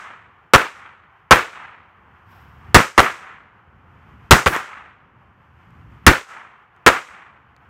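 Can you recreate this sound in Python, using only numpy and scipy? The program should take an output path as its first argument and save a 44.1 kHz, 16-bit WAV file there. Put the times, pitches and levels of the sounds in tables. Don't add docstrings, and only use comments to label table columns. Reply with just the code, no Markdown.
import sys
import numpy as np
from scipy import signal
from scipy.fft import rfft, irfft, next_fast_len
from scipy.io import wavfile
from scipy.ndimage import map_coordinates

SR = 44100
rng = np.random.default_rng(int(sys.argv[2]) if len(sys.argv) > 2 else 0)


def dump(signal):
    limited = np.clip(np.atleast_2d(signal).T, -1, 1)
    pcm = np.round(limited * 32767).astype(np.int16)
    wavfile.write(sys.argv[1], SR, pcm)


N = 339129
LEAD = SR // 2

# (time [s], wind level [dB], garden level [dB])
AIR_LEVELS = [(0, -59.5, -56), (1.2, -62.5, -55.5), (2.4, -59, -53), (3.9, -56.5, -55.5),
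              (5.4, -58.5, -57.5), (6.7, -62.5, -55), (7.69, -58, -55)]
# (frequency [Hz], relative level [dB per Hz])
WIND_COLOUR = [(15, -57), (28, -28.5), (45, -15), (60, -5), (87, -1), (200, -8.5), (300, -15), (600, -17),
               (800, -50.5), (1500, -120)]
# (frequency [Hz], relative level [dB per Hz])
GARDEN_COLOUR = [(210, -35.5), (350, -10), (470, -13), (590, -16), (710, -5), (1080, -0.5), (1330, -2),
                 (1780, -7.5), (3100, -19), (3800, -37), (7000, -45), (10400, -53), (13000, -46),
                 (16000, -57)]

# (frequency [Hz], relative level [dB per Hz])
FIZZ_COLOUR = [(2000, -30), (3300, 0), (4500, -9), (5400, -5), (6200, -15), (9000, -18), (10400, -24),
               (11300, -9), (14000, -10), (14600, -20), (15300, -10)]
# (time [s], level before the gain control [dB], time to fall 60 dB [s])
FUSE_POPS = [(4.261, -62, .004), (4.5635, -11, .008), (5.707, -64, .004), (6.764, -55, .008),
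             (7.5648, -37, .003)]
# (frequency [Hz], relative level [dB per Hz])
CRACK_COLOUR = [(200, 7), (1300, 9.5), (4000, -7.5), (7000, -10.5), (15000, -28)]
FLARE_S, FLARE_RISE_S, FLARE_T60_S, FLARE_DB = 2.33, .045, .9, -70

# (time [s], blast [dB], thump [dB],
# foliage hiss [dB], house wall answer [dB], far answer [dB])
BANGS = [(-.237, 15.5, -8, -25.5, -32, -38.5), (.5360, 12, -13, -32, -26.5, -42),
         (1.3095, 13.5, -9, -30, -26, -38.5), (2.7453, 13.5, -9.5, -22, -26.5, -38),
         (2.9787, 10.5, -10.5, -30.5, -21.5, -41), (4.3095, 13.5, -5.5, -20.5, -26.5, -38),
         (4.4608, 9.5, -3, -30.5, -19, -40.5), (6.0658, 13, -8, -25, -29, -39),
         (6.8636, 10, -16, -30, -23.5, -42)]
# (delay [s], typical level against the direct sound [dB])
WALL_ECHOES = [(0.0099, -8), (0.016, -3), (0.024, -4.5)]
# (frequency [Hz], relative level [dB per Hz])
SCATTER_COLOUR = [(59, -40.5), (100, -13.5), (368, -7), (541, -3.5), (628, -8.5), (714, -7), (1380, -1),
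                  (2570, -13), (4780, -29.5), (8510, -32.5), (15100, -48), (16500, -60)]
# (frequency [Hz], time to fall 60 dB before stretching [s])
SCATTER_T60 = [(60, 0.11), (300, 0.23), (600, 0.24), (1300, 0.25), (4000, 0.34), (9000, 0.23),
               (15000, 0.074)]
SCATTER_STRETCH = 1.254
# (delay [s], typical level [dB])
PUSHES = [(.002, -4.5), (0.0149, -1)]
# (frequency [Hz], relative level [dB per Hz])
THUMP_COLOUR = [(25, -20.5), (60, -3), (125, 1.5), (210, -6.5), (350, -2.5), (600, -20)]
# (delay [s], frequency [Hz], decay [s], typical level over the thump [dB])
FENCE_SLAP = (.0462, 329, 0.0047, -5.5)
# (frequency [Hz], relative level [dB per Hz])
LEAVES_COLOUR = [(1500, -29.5), (3000, -5), (5000, 0), (8000, -2), (10400, -14), (12000, -11.5),
                 (15500, -20)]
# (frequency [Hz], time to fall 60 dB before stretching [s])
LEAVES_T60 = [(3000, 0.35), (6000, .56), (10000, 0.52), (15000, .4)]
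# (frequency [Hz], relative level [dB per Hz])
ANSWER_COLOUR = [(90, -55.5), (150, -19.5), (450, -15), (650, -11.5), (800, -5.5), (1280, 1), (2300, -6.5),
                 (3300, -19), (4800, -36.5), (8000, -48), (12000, -67.5)]
HOUSE_S, HOUSE_RISE_S, HOUSE_T60_S = .09, .045, .24
FAR_S, FAR_RISE_S, FAR_T60_S = .32, .19, .8

LOUD = .3
HOLD_S, OPENS_DB_PER_S, OPEN_DB = .46, 22.5, 17.5
QUIET_BEFORE_S = .18
CLOSE_S, TREBLE_CLOSE_S = .04, .008
DIP_S, DIP_BACK_S, DIP_SHARE = .195, .031, .58
BASS_HZ, MID_SHARE, TREBLE_HZ, TREBLE_SHARE = 263, .24, 3700, .72
TOP_HZ = 16000


def amp(db):
    return 10 ** (np.asarray(db) / 20)


def unit(x):
    return x / np.sqrt(np.mean(x ** 2) + 1e-20)


def along(points, hz):
    f, v = np.transpose(points)
    return np.interp(np.log(hz + 1), np.log(f + 1), v)


def curves(rows):
    s, *columns = np.transpose(rows)
    return [np.interp(np.arange(N) / SR, s, column) for column in columns]


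def wobble(rate, count=N):
    knots = rng.standard_normal(int(count * rate / SR) + 4)
    return map_coordinates(knots, [np.arange(count) * rate / SR])


def filtered(x, response):
    m = next_fast_len(x.shape[-1] + 8192)
    spectrum = rfft(x, m) * response(np.fft.rfftfreq(m, 1 / SR))
    return irfft(spectrum, m)[..., :x.shape[-1]]


def noise(colour, count=N):
    return unit(filtered(rng.standard_normal(count), lambda hz: amp(along(colour, hz))))


def fading(colour, t60, t, stretch):
    hz, frames, z = signal.stft(noise(colour, count=len(t)), SR, nperseg=256)
    fade_s = stretch * along(t60, hz)[:, None]
    return signal.istft(z * amp(-60 * frames / fade_s), SR, nperseg=256)[1][:len(t)]


def delayed(pulse, echoes):
    out = np.zeros(len(pulse))
    for lag, db in echoes:
        start = round(lag * SR)
        out[start:] += amp(db + rng.normal(0, 2.2)) * pulse[:len(pulse) - start]
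    return out


def air():
    wind_db, garden_db = curves(AIR_LEVELS)
    wind = amp(wind_db) * unit(amp(1.8 * wobble(23)) * noise(WIND_COLOUR))
    garden = amp(garden_db + 1.3 * wobble(16)) * noise(GARDEN_COLOUR)
    return wind + garden


def fuse():
    since = np.arange(N) / SR - FLARE_S
    swell = np.exp(-(since / FLARE_RISE_S) ** 2)
    fade = amp(-60 * np.abs(since) / FLARE_T60_S)
    flare = np.where(since < 0, swell, fade)
    out = amp(FLARE_DB + 1.4 * wobble(83)) * flare * noise(FIZZ_COLOUR)
    t = np.arange(SR // 20) / SR
    for s, db, t60 in FUSE_POPS:
        out[round(s * SR):][:len(t)] += amp(db - 60 * t / t60) * noise(CRACK_COLOUR, count=len(t))
    return out


def answer(t, delay, rise, t60):
    swell = np.exp(-((t - delay) / rise) ** 2)
    fade = amp(-60 * (t - delay) / t60)
    shape = np.where(t < delay, swell, fade)
    uneven = amp(1.8 * wobble(160, count=len(t)))
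    return noise(ANSWER_COLOUR, count=len(t)) * shape * uneven


def swing(t):
    lobe = lambda at, width: np.exp(-((t - at) / width) ** 2)
    return -lobe(.0025, .0014) + .78 * lobe(.0068, .0032) - .26 * lobe(.0145, .0045)


def low_thump(t):
    lag, slap_hz, decay, slap_db = FENCE_SLAP
    ring = -np.sin(2 * np.pi * slap_hz * t) * np.exp(-t / decay)
    slap = delayed(ring, [(lag, slap_db)])
    puff = .1 * noise(THUMP_COLOUR, count=len(t)) * (t / .02) * np.exp(1 - t / .023)
    return delayed(swing(t), PUSHES) + slap + puff


def scatter(t, stretch):
    burst = 1 + 2.2 * np.exp(-(t / .022) ** 3)
    uneven = amp(1.9 * wobble(220, count=len(t)))
    onset = 1 - np.exp(-t / .001)
    return .11 * fading(SCATTER_COLOUR, SCATTER_T60, t, stretch) * burst * uneven * onset


def shock(t):
    u = t / .0002
    jump = (1 - u) * np.exp(-u)
    port = lambda hz: 1j * hz * 450 / (1150 ** 2 - hz * hz + 1j * hz * 450)
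    crack = np.exp(-t / .0013) * noise(CRACK_COLOUR, count=len(t))
    return 4 * filtered(jump, port) + .46 * crack


def bangs():
    out, t = np.zeros(LEAD + N + SR), np.arange(SR) / SR
    for s, blast_db, thump_db, hiss_db, house_db, far_db in BANGS:
        front = shock(t)
        blast = front + delayed(front, WALL_ECHOES) + scatter(t, SCATTER_STRETCH)
        hiss = fading(LEAVES_COLOUR, LEAVES_T60, t, .92)
        house = answer(t, HOUSE_S, HOUSE_RISE_S, HOUSE_T60_S)
        far = answer(t, FAR_S, FAR_RISE_S, FAR_T60_S)
        bang = amp(blast_db) * blast + amp(thump_db) * low_thump(t)
        bang += amp(hiss_db) * hiss + amp(house_db) * house + amp(far_db) * far
        out[LEAD + round(s * SR):][:SR] += bang
    return out[LEAD:LEAD + N]


def gain_control(x):
    t = np.arange(N) / SR
    last_loud = np.maximum.accumulate(np.where(np.abs(x) > LOUD, t, -QUIET_BEFORE_S))
    wanted_db = np.clip(OPENS_DB_PER_S * (t - last_loud - HOLD_S), 0, OPEN_DB)
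    lagging = lambda lag_s: filtered(wanted_db, lambda hz: 1 / (1 + 2j * np.pi * hz * lag_s) ** 2)
    open_db = lagging(CLOSE_S)
    treble_open_db = lagging(TREBLE_CLOSE_S)

    falls = np.maximum(-np.diff(wanted_db, prepend=0), 0)
    deepen = (t / DIP_S) ** 2.2
    spring_back = np.exp(-((t - DIP_S) / DIP_BACK_S) ** 2)
    overshoot = np.where(t < DIP_S, deepen, spring_back)[:SR]
    dip_db = -DIP_SHARE * signal.fftconvolve(falls, overshoot)[:N]

    bass = filtered(x, lambda hz: 1 / (1 + 1j * hz / BASS_HZ) ** 2)
    treble = filtered(x, lambda hz: hz ** 8 / (hz ** 8 + TREBLE_HZ ** 8))
    mid = x - bass - treble
    opened = amp(open_db) * bass + amp(MID_SHARE * open_db) * mid
    opened += amp(TREBLE_SHARE * treble_open_db) * treble
    return amp(dip_db) * opened


def scene():
    return (air() + fuse() + bangs())[None]


def record(dry):
    x = gain_control(dry[0])[None]
    flattened = x / (1 + np.abs(x) ** 16) ** (1 / 16) * .985
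    treble_cut = lambda hz: amp(-36 / (1 + np.exp((TOP_HZ - hz) / 120)))
    return filtered(flattened, treble_cut)


dry = scene()
out = record(dry)
dump(out)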